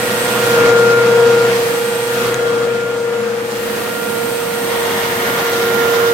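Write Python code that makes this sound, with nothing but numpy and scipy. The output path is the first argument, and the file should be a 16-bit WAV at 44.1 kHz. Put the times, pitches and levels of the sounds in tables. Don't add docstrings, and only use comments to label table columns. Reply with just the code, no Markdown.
import sys
import numpy as np
from scipy import signal
from scipy.fft import rfft, irfft, next_fast_len
from scipy.io import wavfile

SR = 44100
rng = np.random.default_rng(int(sys.argv[2]) if len(sys.argv) > 2 else 0)


def inscribe(sig):
    pcm = np.round(np.clip(np.atleast_2d(sig).T, -1, 1) * 32767)
    wavfile.write(sys.argv[1], SR, pcm.astype(np.int16))


N = 270333
TIME = np.arange(N) / SR
SIDES = np.array([[1], [-1]])
BELT_RATIO = 123.95 / 468.3

# time_s, turns_per_s
MOTOR_SPEED = [(0.0, 468.9), (0.4, 469.4), (1.2, 468.7), (1.6, 467.7), (2.2, 469.9), (3.15, 468.6),
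               (3.6, 466.4), (4.6, 468.5), (5.5, 466.8), (6.13, 468.0)]
START_HZ = MOTOR_SPEED[0][1]
# time_s, relative_db
AIR_FLOW = [(0.0, -20.5), (0.46, -18.5), (0.62, -16), (0.8, -17.5), (1.5, -19.5), (1.85, -24.5),
            (2.08, -24.5), (2.25, -21), (2.45, -21.5), (2.85, -26), (3.52, -26), (3.67, -26), (4.45, -24.5),
            (4.9, -19.5), (5.12, -19.5), (5.3, -18.5), (5.88, -18.5), (6.13, -20)]
# time_s, gain_db
TONE_ESCAPE = [(0, 4), (.5, 6.5), (0.799, -11), (1.2, 2), (1.5, 3.5), (2.1, 3.5), (2.5, -11), (3.2, -13),
               (3.6, 1), (3.9, 1), (4.4, -4), (4.9, 6.5), (6.13, 1)]
# pitch_hz, likeness (1 = the same, 0 = unrelated)
EAR_LIKENESS = [(50, 0.54), (160, 0.97), (300, 0.92), (550, 0.7), (1000, 0.53), (2000, 0.14),
                (4000, -0.048), (15000, -0.032)]
# start_s, level_db
GRIT_HITS = [(2.3437, -15.3)]


def from_db(db):
    return np.exp(np.asarray(db) * np.log(10) / 20)


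def rms_one(x):
    return x / np.sqrt(np.mean(x ** 2) + 1e-20)


def in_time(rows):
    times, *columns = np.transpose(rows)
    return [np.interp(TIME, times, column) for column in columns]


def at_hz(points, hz):
    pitches, values = np.transpose(points)
    return np.interp(np.log(hz + 1), np.log(pitches), values)


def ramp(start_s, length_s):
    return np.clip((TIME - start_s) / length_s, 0, 1)


def drift(rate_hz):
    step = 100
    pole = np.exp(-2 * np.pi * step * rate_hz / SR)
    noise = rng.standard_normal(N // step + 1002)
    slow = signal.lfilter([1], [1, -2 * pole, pole * pole], noise)[1000:]
    return np.interp(np.arange(N) / step, np.arange(len(slow)), rms_one(slow))


def placed(level_db, pan_db):
    gains = from_db(SIDES * pan_db / 2)
    return from_db(level_db) * gains / np.sqrt(np.mean(gains ** 2, axis=0))


def tone(angle, lead_rad=0):
    return np.sqrt(2) * np.sin(angle + SIDES * lead_rad / 2)


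def room_tone(angle, hz, fade_db=1.0, fade_hz=1.7, wander_rad=0.17):
    apart = np.sqrt(1 - np.clip(at_hz(EAR_LIKENESS, hz), -1, 1))
    gain = placed(fade_db * (drift(fade_hz) - .5), pan_db=19 * apart * drift(fade_hz))
    lead_rad = apart * (.8 + .6 * drift(fade_hz / 2))
    return gain * tone(angle + rng.uniform(0, 2 * np.pi) + wander_rad * drift(fade_hz), lead_rad)


def shaped_noise(colour):
    size = next_fast_len(N)
    hz = np.arange(size // 2 + 1) * SR / size
    middle, side = rfft(rng.standard_normal((2, size)))
    alike = np.clip(at_hz(EAR_LIKENESS, hz), -1, 1)
    both = np.sqrt(1 + alike) * middle + SIDES * np.sqrt(1 - alike) * side
    return rms_one(irfft(both * from_db(at_hz(colour, hz)), size)[:, :N])


def handling(opening_s=0.34):
    # start_s, closing_s, release_s, tightness (0 to 1)
    seals = [(.52, 0.11, 1.35, 0.75), (2.17, 0.4, 3.31, 0.93)]
    flow_db, = in_time(AIR_FLOW)
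    sealed = sum(tightness * ramp(start_s, closing_s) * (1 - ramp(release_s, opening_s))
                 for start_s, closing_s, release_s, tightness in seals)
    swung = ramp(3.45, .5)
    turned = ramp(4.39, .47)
    return flow_db - flow_db.mean(), (sealed, swung, turned)


def posed(pose, rest_db, sealed_db, swung_db, turned_db):
    sealed, swung, turned = pose
    return rest_db + sealed_db * sealed + swung_db * swung + turned_db * turned


def choked(dip_db, recovery_s):
    return sum(dip_db * (TIME > start_s) * np.exp(-np.abs(TIME - start_s) / recovery_s)
               for start_s, _ in GRIT_HITS)


def wheels(pose):
    # pitch_hz, relative_db
    rumble_colour = [(40, -40), (72, -24), (95, 2), (120, 0), (160, -3), (250, -30)]
    _, _, turned = pose
    return turned * from_db(-39.5 - .5 * drift(7)) * shaped_noise(rumble_colour)


def housing(flow_db, pose, drone_hz=215.3, thrum_hz=53.8):
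    # time_s, level_db
    drone_curve = [(0.0, -36.5), (0.6, -33.5), (1.9, -57), (2.3, -37), (2.5, -44), (2.75, -30), (3.0, -46),
                   (3.11, -45), (3.18, -30), (3.33, -33), (3.5, -43), (3.65, -33), (4.15, -35.5),
                   (4.5, -53), (5.0, -60), (6.13, -58)]
    # pitch_hz, level_db
    faint_tones = [(576.5, -39), (1184, -44)]
    drone_db, = in_time(drone_curve)
    thrum_db = posed(pose, -51, sealed_db=.5, swung_db=-20, turned_db=-2.5) + .7 * flow_db
    drone = from_db(drone_db) * room_tone(2 * np.pi * drone_hz * TIME, drone_hz, wander_rad=.6)
    thrum = from_db(thrum_db) * room_tone(2 * np.pi * thrum_hz * TIME, thrum_hz, fade_db=2)
    faint = sum(from_db(level_db) * room_tone(2 * np.pi * hz * TIME, hz, wander_rad=.98)
                for hz, level_db in faint_tones)
    return drone + thrum + faint


def grit():
    # pitch_hz, gain_db, ring_s (time to fall by 60 dB)
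    duct_notes = [(2500, -3, .007), (3760, 3, 0.0075), (6400, -1, .009), (6800, 2, 0.0068),
                  (7500, -3, 0.0065), (13500, -9, .004)]
    out = np.zeros(N)
    for start_s, level_db in GRIT_HITS:
        age_s = np.maximum(TIME - start_s, 0)
        for hz, gain_db, ring_s in duct_notes:
            fallen_db = 60 * np.minimum(age_s / ring_s, 2)
            out += from_db(level_db + gain_db - fallen_db) * np.sin(2 * np.pi * hz * age_s)
    return placed(0, pan_db=10) * out


def nozzle_rim(pose):
    # pitch_hz, relative_db
    slit_colour = [(2000, -17), (2450, -8), (2720, 8), (3050, -4), (4200, -12), (6400, -8), (7100, 3),
                   (7800, -12), (9000, -30)]
    # start_s, length_s, pitch_hz, width_hz, level_db
    hoots = [(.56, 0.12, 1620, 200, -39), (1.1, 0.6, 4600, 1500, -34), (2.05, 0.18, 1600, 250, -35),
             (3.05, 0.41, 1600, 200, -36.5), (3.545, 0.38, 1710, 300, -32.5)]
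    sealed, _, _ = pose
    out = sealed * from_db(-43 + 3 * drift(8)) * shaped_noise(slit_colour)
    for start_s, length_s, hz, width_hz, level_db in hoots:
        pole = np.exp(-np.pi * width_hz / SR)
        feedback = [1, -2 * pole * np.cos(2 * np.pi * hz / SR), pole * pole]
        ring = signal.lfilter([1, 0, -1], feedback, rng.standard_normal((3, N)))
        swell = np.sin(np.pi * ramp(start_s, length_s)) * from_db(level_db + 3 * drift(12))
        out += swell * rms_one(ring[:2] + ring[2])
    return placed(0, pan_db=3) * out


def bristle_scrub(shaft, flicks_per_s=1100, flick_s=.0012):
    # start_s, length_s, level_db
    bursts = [(.54, .21, -18.8), (2.17, .21, -24.5), (3.55, .45, -33)]
    # pitch_hz, relative_db
    rasp_colour = [(40, -50), (100, -28), (250, 5), (400, 7.5), (750, -2), (1200, 7), (1750, -1),
                   (3000, -8), (5000, -20), (10000, -40)]
    chance = (1 + np.cos(shaft * BELT_RATIO)) * flicks_per_s / SR
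    flicks = (rng.random(N) < chance) * rng.uniform(.5, 1, N)
    grain = rms_one(signal.lfilter([1], [1, -np.exp(-1 / (flick_s * SR))], flicks + 1e-18))
    swell = sum(from_db(level_db) * np.sin(np.pi * ramp(start_s, length_s))
                for start_s, length_s, level_db in bursts)
    return placed(0, pan_db=-1) * swell * grain * shaped_noise(rasp_colour)


def pile_rumble(flow_db, pose):
    # pitch_hz, relative_db
    pile_colour = [(25, -52), (50, -27), (80, -21), (105, -4.5), (150, -3.5), (205, 3.5), (260, 1.5),
                   (330, -1), (430, -9), (700, -16), (1500, -33.5)]
    level_db = posed(pose, -29, sealed_db=-.7, swung_db=1, turned_db=-4) + .92 * flow_db
    return placed(level_db + .73 * drift(16), pan_db=-.3) * shaped_noise(pile_colour)


def nozzle_leak(flow_db, pose):
    # pitch_hz, relative_db
    hiss_colour = [(1200, -2.5), (2500, 8.5), (4000, 5.5), (5200, 1.5), (7300, 2.5), (8400, 0),
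                   (9300, -0.5), (10000, 4), (11000, -1), (12700, 0.5), (14200, -8), (16000, -28)]
    # pitch_hz, relative_db
    edge_colour = [(3000, -2), (7500, -16), (8300, -5.5), (9400, -16), (11200, -3.5), (12600, 1.5),
                   (14200, -1.5), (16000, -5)]
    edge = from_db(posed(pose, -3.5, sealed_db=-2, swung_db=4.5, turned_db=1) + .03 * flow_db)
    hiss = (shaped_noise(hiss_colour) + edge * shaped_noise(edge_colour)) / np.sqrt(1 + 1.36 * edge ** 2)
    level_db = posed(pose, -24.5, sealed_db=-12, swung_db=.5, turned_db=-2) + .71 * flow_db
    level_db += choked(dip_db=-3.5, recovery_s=.15) + .35 * drift(18)
    pan_db = posed(pose, 1.5, sealed_db=7.5, swung_db=-1.3, turned_db=1.5)
    return placed(level_db, pan_db) * hiss


def reflections(x, echo_db=-19, longest_s=.035, count=10):
    out = x.copy()
    for share, sign in zip(rng.uniform(.1, 1, count), rng.choice([-1, 1], count)):
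        lag = 1 + int(share * longest_s * SR)
        out[:, lag:] += sign * from_db(echo_db) * x[:, :-lag]
    return rms_one(out)


def eddies(x, low_hz=700, high_hz=3800, bands=9, swell_db=1.5):
    size = next_fast_len(N)
    spectrum = rfft(x, size)
    hz = np.arange(size // 2 + 1) * SR / size
    centres_hz = np.geomspace(low_hz, high_hz, bands)
    out = 0
    for one_band in np.eye(bands):
        band = irfft(spectrum * np.interp(hz, centres_hz, one_band), size)[:, :N]
        out += band * from_db(swell_db * drift(13))
    return rms_one(out)


def exhaust(pose, gain_db=-1.45):
    # pitch_hz, relative_db
    front_colour = [(200, -33), (400, -0.5), (600, 2.5), (720, 2.5), (830, -1.5), (1000, -1.5), (1200, 1),
                    (1650, -0.5), (2100, -4), (2450, -4.5), (2900, -8), (4200, -11.5), (6500, -15.5),
                    (15000, -30.5)]
    # pitch_hz, relative_db
    side_colour = [(200, -37), (400, -1), (650, 1.5), (850, -1.5), (1170, 0.5), (1450, -3), (1750, -0.5),
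                   (2150, -1.5), (2520, -11), (2900, -7.5), (3600, -7.5), (4200, -13), (6500, -14.5),
                   (15000, -66)]
    _, _, turned = pose
    rush = np.sqrt(1 - turned) * shaped_noise(front_colour) + np.sqrt(turned) * shaped_noise(side_colour)
    rush = eddies(reflections(rush))
    level_db = in_time(AIR_FLOW)[0] + gain_db + .55 * drift(13)
    pan_db = posed(pose, -3, sealed_db=4, swung_db=.5, turned_db=-1)
    return placed(level_db, pan_db) * rush


def commutator(shaft, pose):
    # motor_multiple, roll_multiple, rest_db, swung_db
    partials = [(17, -1, -11, -22), (17, 0, -14.5, -16), (17, 1, -22, -8), (18, -4, -30, -17),
                (18, -3, -30, -11), (18, -2, -12.5, -8.5), (18, -1, -11, -10), (18, 0, -2.5, -6),
                (18, 1, -14, -6.5), (18, 2, -26, -13), (19, -1, -11.5, -10), (19, 0, -12, -8),
                (19, 1, -14, -8.5), (19, 2, -20, -13), (19, 3, -24, -11)]
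    # time_s, gain_db
    whistle_curve = [(0, -31), (.33, -32), (.6, -40), (.85, -45), (1.15, -41), (1.5, -42), (1.75, -35.5),
                     (2.05, -34), (2.18, -43), (2.33, -40), (2.7, -49), (3.3, -49), (3.9, -40.5),
                     (4.25, -36.5), (4.5, -38), (4.75, -35.5), (5.1, -39), (5.5, -41), (6.13, -45)]
    _, swung, _ = pose
    waver_rad = .3 + .5 * swung
    out = 0
    for motor_multiple, roll_multiple, rest_db, swung_db in partials:
        multiple = motor_multiple + roll_multiple * BELT_RATIO
        angle = multiple * shaft + rng.uniform(0, 2 * np.pi) + waver_rad * drift(30)
        level_db = rest_db + (swung_db - rest_db) * swung + 2 * drift(7)
        out += from_db(level_db) * tone(angle, lead_rad=1.3 + .6 * drift(2))
    flutter_db = drift(25) - .25
    throb = 1 + .2 * np.cos((4 * BELT_RATIO - 1) * shaft)
    return placed(in_time(whistle_curve)[0] + flutter_db, pan_db=-4) * throb * out


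def brush_roll(shaft, flow_db, pose):
    # time_s, level_db
    thump_curve = [(0.0, -34.6), (0.25, -37), (0.55, -30.5), (1.05, -29.2), (1.5, -31), (1.63, -40),
                   (1.9, -44), (2.05, -37), (2.3, -33.5), (2.6, -36.2), (3.1, -40), (3.55, -41), (3.7, -50),
                   (4.5, -51), (5.3, -44), (6.13, -42)]
    # time_s, level_db, pan_db, lead_rad
    fourth_curve = [(0, -23, -1, -0.075), (.3, -23.5, -1, -.2), (.6, -20, -3, -0.16), (.9, -21, -8, -0.29),
                    (1.25, -19.5, -4, 0), (1.65, -25.5, 2, .1), (2.05, -26.5, -2, -.1),
                    (2.3, -24.5, -1, 0.29), (2.6, -26, -1.5, .1), (3.0, -28.5, -1, .2),
                    (3.4, -28.5, 8, 0.31), (4.55, -33, -4, .1), (5.05, -37, -1, -1.6),
                    (5.4, -29.5, 12, -1.4), (5.7, -30, 6, -1.3), (6.13, -28, 2, -1.5)]
    roll = shaft * BELT_RATIO
    thump = from_db(in_time(thump_curve)[0]) * tone(roll)
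    third_db = posed(pose, -37.9, sealed_db=1.5, swung_db=-3.5, turned_db=6.5) + .9 * flow_db
    third = from_db(third_db + 1.8 * drift(2)) * tone(3 * roll, lead_rad=.3 * drift(1))
    fourth_db, pan_db, lead_rad = in_time(fourth_curve)
    fourth = placed(fourth_db, pan_db) * tone(4 * roll + .2 * drift(1), lead_rad)
    return thump + third + fourth


def belt(shaft, flow_db, pose):
    # time_s, level_db
    song_curve = [(0.0, -39), (0.6, -39), (1.2, -38.9), (1.6, -35), (1.95, -35.5), (2.4, -46.1), (3.1, -45),
                  (3.5, -38), (3.9, -52.1), (4.8, -53.8), (5.5, -48.3), (6.13, -52.0)]
    # time_s, level_db
    ring_curve = [(0.0, -32), (0.2, -31), (0.6, -47), (1.0, -42), (1.5, -44), (2.0, -39), (2.4, -48),
                  (2.8, -53), (3.3, -54), (3.9, -36), (4.4, -42.4), (4.9, -37.1), (5.4, -39), (6.13, -40)]
    # roll_multiple, relative_db
    roll_tones = [(5, -54), (6, -48), (9, -53.5), (10, -71)]
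    # motor_multiple, roll_multiple, relative_db
    sum_tones = [(1, 2, -38), (1, 4, -44.5), (3, 1, -44), (5, 4, -48), (5, 1, -50), (9, 1, -53)]
    out = 0
    for curve, multiple in (song_curve, 1 + 3 * BELT_RATIO), (ring_curve, 3 + 4 * BELT_RATIO):
        out += from_db(in_time(curve)[0]) * room_tone(multiple * shaft, multiple * START_HZ)
    low_gain_db = posed(pose, .89, sealed_db=-3, swung_db=1, turned_db=-.8) + 1.25 * flow_db
    escape_db, = in_time(TONE_ESCAPE)
    for motor_multiple, roll_multiple, relative_db in [(0, *row) for row in roll_tones] + sum_tones:
        multiple = motor_multiple + roll_multiple * BELT_RATIO
        gain_db = escape_db if multiple > 2 else low_gain_db
        out += from_db(relative_db + gain_db) * room_tone(multiple * shaft, multiple * START_HZ)
    return out


def motor(shaft, hum_gain_db=0.74):
    # time_s, relative_db
    hum_curve = [(0.0, -24.5), (0.32, -24), (0.53, -16), (0.575, -12.5), (0.8, -11), (1.0, -13.5),
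                 (1.25, -9.5), (1.7, -18.5), (2.1, -20.5), (2.3, -19), (2.42, -16), (2.55, -16.5),
                 (2.72, -17.5), (2.85, -21.5), (3.05, -18.5), (3.33, -19.5), (3.5, -24.5), (3.68, -23),
                 (3.92, -27), (4.2, -20.5), (4.55, -22.5), (4.8, -19.5), (5.1, -24), (5.4, -23.5),
                 (5.6, -18.5), (6.13, -14)]
    # time_s, pan_db, lead_rad
    hum_place = [(0, -3, 0.15), (.4, -4, 0.5), (.65, 3.5, 0.14), (1.3, 4, -0.099), (1.75, -3, 0.77),
                 (2.05, -3, 0.24), (2.45, 4, .4), (3.3, 5.5, 0.57), (3.6, 1, 0.73), (4.0, -14, 1.5),
                 (4.55, -6, 1.45), (5.2, -1.5, 0.38), (5.85, -3, -0.69), (6.13, -4, -0.39)]
    # time_s, level_db, pan_db, lead_rad
    whine_curve = [(0.0, -28.5, -13.4, 2), (0.25, -29, -28, -0.3), (0.45, -22, 0.1, -1.3),
                   (0.58, -19.5, -1, -1.7), (0.72, -18.4, 3, -1), (0.97, -17, 2, -1.3), (1.1, -23.5, -3, 1),
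                   (1.28, -22.6, -7, 0.5), (1.45, -21, 4, 0.8), (1.56, -32, 0.6, 2.5),
                   (1.75, -29, -4.8, 4.5), (2.05, -32, -5, 4.5), (2.18, -25, 8.7, 4.5),
                   (2.32, -30, -4, 5.3), (2.45, -25, 2, 4.5), (2.65, -30, 0, 4.8), (2.83, -26, 0, 5),
                   (2.97, -34, -1.9, 6.5), (3.15, -29.5, -2, 7.5), (3.35, -37, -7, 8.8),
                   (3.6, -34, -1, 10.5), (3.78, -32, -0.4, 10.5), (4.1, -26.5, -6, 12), (4.3, -34, 4, 13),
                   (4.5, -33, -1.3, 12.2), (4.7, -31, -6, 13.5), (4.9, -30, 13, 16.5),
                   (5.12, -29.6, 5.3, 15.4), (5.35, -23, -1, 14.4), (5.58, -26.1, 4, 13.5),
                   (5.8, -22, -14.7, 13.5), (6.03, -20, -9, 15.0), (6.13, -21.3, -11, 15.5)]
    # time_s, level_db
    octave_curve = [(0.0, -34), (0.35, -35), (0.6, -32), (0.9, -32), (1.1, -28), (1.5, -35.6), (2.1, -35),
                    (2.42, -42), (2.6, -39), (2.82, -42), (3.0, -33), (3.4, -46), (4.1, -37), (4.6, -33.5),
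                    (5.0, -30.5), (5.4, -36.1), (6.13, -37)]
    # time_s, level_db
    ring_curve = [(0.0, -39.9), (0.55, -35.6), (1.0, -38.4), (1.45, -39.0), (1.65, -40.5), (1.92, -38.3),
                  (2.3, -39.5), (2.7, -44.0), (3.2, -48.9), (3.5, -50.3), (4.3, -44.9), (4.95, -37.1),
                  (5.4, -44.3), (5.8, -40.9), (6.13, -43.6)]
    # motor_multiple, relative_db
    overtones = [(4, -40), (5, -47), (6, -48), (8, -54), (9, -54.5), (11, -66), (14, -57)]
    hum_db = in_time(hum_curve)[0] + hum_gain_db + choked(dip_db=-13, recovery_s=.033)
    hum_pan, hum_lead = in_time(hum_place)
    hum = placed(hum_db, hum_pan) * tone(shaft, hum_lead)
    whine_db, whine_pan, whine_lead = in_time(whine_curve)
    whine = placed(whine_db + .8 * drift(6), whine_pan) * tone(3 * shaft, whine_lead)
    octave = from_db(in_time(octave_curve)[0]) * room_tone(2 * shaft, 2 * START_HZ, fade_db=1.5)
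    ring = from_db(in_time(ring_curve)[0]) * room_tone(7 * shaft, 7 * START_HZ, fade_db=1.2, fade_hz=3)
    escape_db, = in_time(TONE_ESCAPE)
    upper = sum(from_db(relative_db + escape_db) * room_tone(multiple * shaft, multiple * START_HZ)
                for multiple, relative_db in overtones)
    return hum + whine + octave + ring + upper


def scene():
    turns_per_s = in_time(MOTOR_SPEED)[0] + .15 * drift(6)
    shaft = 2 * np.pi * np.cumsum(turns_per_s) / SR
    flow_db, pose = handling()
    tones = motor(shaft) + commutator(shaft, pose) + brush_roll(shaft, flow_db, pose)
    tones += belt(shaft, flow_db, pose) + housing(flow_db, pose)
    rumble = pile_rumble(flow_db, pose)
    chop = 1 + .08 * np.cos(shaft * BELT_RATIO) + .03 * np.cos(shaft)
    air = (exhaust(pose) + nozzle_leak(flow_db, pose)) * chop
    return tones + rumble + air + nozzle_rim(pose) + wheels(pose) + bristle_scrub(shaft) + grit()


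def record(dry):
    low_cut_hz, high_cut_hz = 36, 15800
    bass_cut = signal.butter(2, low_cut_hz, "high", fs=SR, output="sos")
    treble_cut = signal.ellip(14, .1, 90, high_cut_hz, fs=SR, output="sos")
    clipped = np.clip(signal.sosfilt(bass_cut, dry), -1, 1)
    return signal.sosfilt(treble_cut, clipped)


dry = scene()
out = record(dry)
inscribe(out)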